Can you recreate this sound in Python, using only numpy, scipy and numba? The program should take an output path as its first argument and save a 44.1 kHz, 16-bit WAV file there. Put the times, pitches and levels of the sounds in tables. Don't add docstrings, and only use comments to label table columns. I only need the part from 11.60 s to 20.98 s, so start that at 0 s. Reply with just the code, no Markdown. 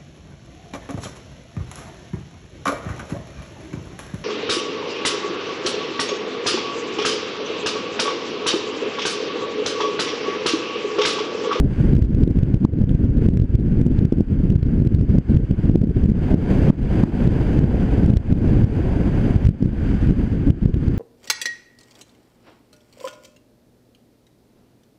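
import sys
import numpy as np
from scipy import signal
from scipy.fft import rfft, irfft
from scipy.io import wavfile
from scipy.ndimage import uniform_filter1d
from numba import njit

SR = 44100
rng = np.random.default_rng(int(sys.argv[2]) if len(sys.argv) > 2 else 0)


def wav_record(signal):
    frames = np.transpose(np.atleast_2d(signal))
    bounded = np.clip(frames, -1, 1)
    quanta = np.round(bounded * 32767).astype(np.int16)
    wavfile.write(sys.argv[1], SR, quanta)


N = 413658
T = np.arange(N) / SR

# time in seconds, relative pressure in dB,
# size as a rough pitch in Hz, crackle offset in dB.
VORTICES = [(.353, 5, 114, -32), (.367, 7, 90, -36), (.424, 9, 84, -34), (.549, 2.5, 80, -40),
            (.637, 7.5, 113, -35), (.677, 4, 230, -36), (0.789, -0.5, 81.5, -32), (0.833, 3.5, 119, -37),
            (.944, 6, 125, -33), (1.188, -3, 190, -44), (1.241, 2.5, 98, -43), (1.294, -5, 130, -29.5),
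            (1.688, 7.5, 160, -35), (1.773, 1, 123, -30), (1.8, 3, 110, -39), (1.821, 5.5, 88, -46),
            (1.954, 6, 79.6, -34), (2.215, 2, 149, -32.5), (2.266, 3.5, 160, -34.5), (2.391, 2, 100, -37),
            (2.453, 5.5, 122, -33), (2.525, 5, 236, -33), (2.585, 0, 170, -48), (2.608, 6, 190, -39),
            (2.903, 3, 112, -34), (2.961, 6.5, 99, -44), (3.03, 2.5, 95, -34), (3.202, 0, 125, -41),
            (3.251, -5.5, 214, -36), (3.273, 3, 111, -36), (3.349, 5, 91, -34), (3.412, 3.5, 91, -35),
            (3.586, 5.5, 144, -32.5), (3.771, 6, 100, -32), (3.912, 3.5, 139, -35), (4.098, 5.5, 157, -51),
            (4.158, 10, 226, -36.5), (4.217, 8.5, 120, -35.5), (4.273, 0, 190, -42), (4.459, 3, 120, -37),
            (4.519, 5, 137, -51), (4.744, 9, 170, -34), (5.676, 4, 151, -34), (5.992, 3, 130, -31),
            (6.043, 5.5, 144, -45), (6.435, 0.5, 170, -44), (6.462, 3, 112, -29), (6.504, 8.5, 130, -37),
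            (6.538, 10, 128, -39), (6.571, 12, 66, -25), (6.727, 9.5, 127, -33), (6.922, -4.5, 163, -36),
            (7.045, 6.5, 94, -34), (7.764, 5.5, 96, -34), (7.853, 4.5, 86, -27), (7.87, 13, 80, -28),
            (7.891, 18.5, 118, -31), (8.027, 12.5, 178, -35.5), (8.059, 11.5, 143, -38),
            (8.473, -3, 120, -33), (8.509, 4, 151, -38), (8.905, 11, 113, -28), (9.06, 10.5, 124, -46),
            (9.143, 4.5, 86, -32), (9.283, 1.5, 92, -35)]


def undb(db):
    return 10 ** (np.asarray(db) / 20)


def unit(x):
    return x / np.sqrt(np.mean(x ** 2))


def colour(x, points, resonances=()):
    f = np.maximum(np.arange(N // 2 + 1) * SR / N, 1)
    hz, db = np.transpose(points)
    shape_db = np.interp(np.log(f), np.log(hz), db)
    for centre, width, lift in resonances:
        shape_db += lift / (1 + (2 * (f - centre) / width) ** 2)
    return unit(irfft(rfft(x) * undb(shape_db), N))


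def walk(rate_hz):
    hold = max(int(SR / rate_hz), 2)
    held = rng.standard_normal(N)[np.arange(N) // hold]
    return unit(uniform_filter1d(uniform_filter1d(held, hold), hold))


def around(s, reach_s=.03):
    near = slice(max(int((s - reach_s) * SR), 0), int((s + reach_s) * SR))
    return near, T[near] - s


def turbulence(level_db, wake_rise_s=.028, wake_fall_s=.051, lull_s=.033):
    # time in seconds, drop of the rumble in dB (negative for a swell).
    lulls = [(0.136, 7), (.46, -1.5), (.73, 3), (.865, 7), (.99, 4.5), (1.88, 7.5), (2.49, 10), (2.555, 5),
             (2.644, 10), (2.82, -1.5), (2.99, 5.5), (3.3, 7.5), (3.636, 20.5), (3.877, 11.5), (3.972, 8.5),
             (5.22, -7), (6.629, 7), (7.085, 5.5), (7.801, 7), (7.97, 7), (8.954, 7.5)]
    power = undb(level_db) ** 2
    for s, pressure_db, *_ in VORTICES:
        near, t = around(s, reach_s=.2)
        wake = np.exp(np.minimum(t / wake_rise_s, -t / wake_fall_s))
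        power[near] += (undb(0.61 * pressure_db - 13.5) * wake) ** 2
    for s, drop_db in lulls:
        near, t = around(s, reach_s=.2)
        power[near] *= undb(-drop_db * np.exp(-(t / lull_s) ** 2)) ** 2
    return np.sqrt(power)


def wind_rumble(strength, churn_db, even_s=.068):
    # frequency in Hz, relative level in dB.
    spectrum = [(12, -9.5), (25, 0), (60, 2), (110, -1), (190, -2.5), (280, -6), (380, -15.5), (500, -25),
                (700, -38.5), (1000, -51.5), (2000, -86.5)]
    pressure = colour(rng.standard_normal(N) * undb(churn_db), spectrum)
    slow_swell = np.sqrt(uniform_filter1d(pressure ** 2, int(even_s * SR)) + 1e-9)
    return pressure / slow_swell * strength


def rush(rush_db, roar_db, churn):
    # frequency in Hz, relative level in dB.
    rush_spectrum = [(400, 3), (900, 1.5), (1250, -1.5), (1580, 3.5), (1900, -2), (2500, -4.5),
                     (3100, -7.5), (3800, -17.5), (5300, -24), (7500, -24.5), (9500, -31.5), (11500, -31),
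                     (13000, -45), (15000, -44.5)]
    roar_spectrum = [(150, -11), (350, 14), (550, 6), (750, 0), (1000, -7.5), (1300, -27), (2000, -19),
                     (4000, -50)]
    # centre in Hz, width in Hz, lift in dB.
    housing = [(1480, 100, 2), (2170, 66, 2.5), (4590, 500, 4), (4846, 510, 6.5), (6200, 240, 6.5),
               (7940, 500, 0.5), (12700, 500, -6.5), (13400, 700, 11)]
    hiss = colour(rng.standard_normal(N), rush_spectrum, housing)
    hiss *= undb(rush_db + 0.69 * churn + 0.77 * walk(250))
    roar = colour(rng.standard_normal(N), roar_spectrum)
    roar *= undb(roar_db + 5.0 + 1.3 * churn + 1.6 * walk(120))
    return hiss + roar


def eddy(t, hz):
    u = (np.pi * hz * t) ** 2
    return (2 * u - 1) * np.exp(-u)


def buffets(rumble, crackle_rise_s=.00044, crackle_fall_s=.00081):
    # time in seconds, then thump, knock and crackle levels in dB.
    slaps = [(1.051, 6.5, -9, -22.5), (5.104, 12, -7.5, -23), (5.438, 6, -11.5, -25)]
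    thumps, takeover, crackle = np.zeros((3, N))
    for s, pressure_db, hz, crackle_db in VORTICES:
        near, t = around(s)
        tight_core = undb(-11) * eddy(t, hz=293)
        thumps[near] += undb(pressure_db - 5.5) * (eddy(t, 0.96 * hz) + tight_core)
        takeover[near] += np.exp(-(t * hz) ** 2)
        burst = np.exp(np.minimum(t / crackle_rise_s, -t / crackle_fall_s))
        crackle[near] += undb(pressure_db + crackle_db - 3) * burst
    for s, thump_db, knock_db, crackle_db in slaps:
        near, t = around(s)
        knock = np.cos(2 * np.pi * 880 * t) * np.exp(-(t / 0.00085) ** 2)
        thumps[near] += undb(thump_db) * eddy(t, hz=178) - undb(knock_db) * knock
        takeover[near] += np.exp(-(t / 0.0031) ** 2)
        crackle[near] += undb(crackle_db) * np.exp(-(t / 0.0003) ** 2)
    return rumble * (1 - np.minimum(takeover, 1)) + thumps, crackle


def limiter_crackle(pressure, crackle, onset=0.19, tick_db=-52.5):
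    # frequency in Hz, relative level in dB.
    spectrum = [(400, -4), (1200, 8), (3000, 6), (5500, -1.5), (8000, -8), (11000, -14), (15000, -33.5)]
    crests = np.clip((np.abs(pressure) - onset) / onset, 0, 3)
    return colour(rng.standard_normal(N), spectrum) * np.hypot(crackle, undb(tick_db) * crests)


def oncoming_cars(half_length_s=.039):
    # time in seconds, lift in dB.
    passes = [(.6, 0), (1.642, 8.5), (2.14, -0.5), (2.38, 4), (3.51, 4), (3.72, 5), (4.04, 4.5), (4.39, 2)]
    return sum(lift_db * np.exp(-((T - s) / half_length_s) ** 2) for s, lift_db in passes)


@njit
def peak_follower(x, attack, release, rest):
    out, level = np.empty(len(x)), rest
    for i in range(len(x)):
        level += attack * max(abs(x[i]) - level, 0.)
        level = max(level * release, rest)
        out[i] = level
    return out


def scene():
    # time in seconds, base levels of rumble, rush, roar in dB.
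    slipstream = [(0, -11.5, -56, -41), (.1, -18.5, -49, -53), (.22, -14.5, -41, -56), (.33, -13, -45, -60),
                  (.5, -15, -48.5, -52.5), (1.3, -16.5, -52.5, -60), (1.62, -15.5, -53.5, -58),
                  (2.3, -17.5, -50.5, -53.5), (3.1, -18.5, -51, -56), (3.7, -14, -51.5, -53.5),
                  (4.5, -17, -48.5, -52), (4.7, -21, -41.5, -36.5), (5, -14, -37.5, -33),
                  (5.7, -18.5, -40.5, -37), (6.2, -18, -41.5, -35.5), (6.9, -13.5, -41.5, -39),
                  (7.2, -19.5, -43, -36.5), (7.7, -17, -40, -37.5), (8.45, -18, -42, -45),
                  (8.75, -20, -46, -45), (9.38, -22.5, -45.5, -54)]
    times, *levels = np.transpose(slipstream)
    rumble_db, rush_db, roar_db = [np.interp(T, times, db) for db in levels]
    churn = walk(rate_hz=55)
    strength = turbulence(rumble_db)
    depth_db = np.interp(roar_db, [-52.5, -41], [5, 2.5])
    surge_db = 20 * np.log10(strength) - rumble_db
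    pressure, crackle = buffets(wind_rumble(strength, depth_db * churn))
    air = rush(rush_db + oncoming_cars(), roar_db + 0.06 * surge_db, churn)
    return (pressure + limiter_crackle(pressure, crackle) + air)[None]


def record(dry, threshold=0.42, attack_s=0.00064, release_s=0.12, ease_s=0.0012, top_hz=13950):
    attack = 1 - np.exp(-1 / (attack_s * SR))
    release = np.exp(-1 / (release_s * SR))
    peak = peak_follower(dry[0], attack, release, threshold)
    gain = uniform_filter1d(threshold / peak, int(ease_s * SR) + 1)
    limited = np.clip(dry * undb(1.5) * gain, -1, 1)
    lowpass = signal.ellip(8, .2, 70, top_hz, fs=SR, output="sos")
    return signal.sosfilt(lowpass, limited)


dry = scene()
out = record(dry)
wav_record(out)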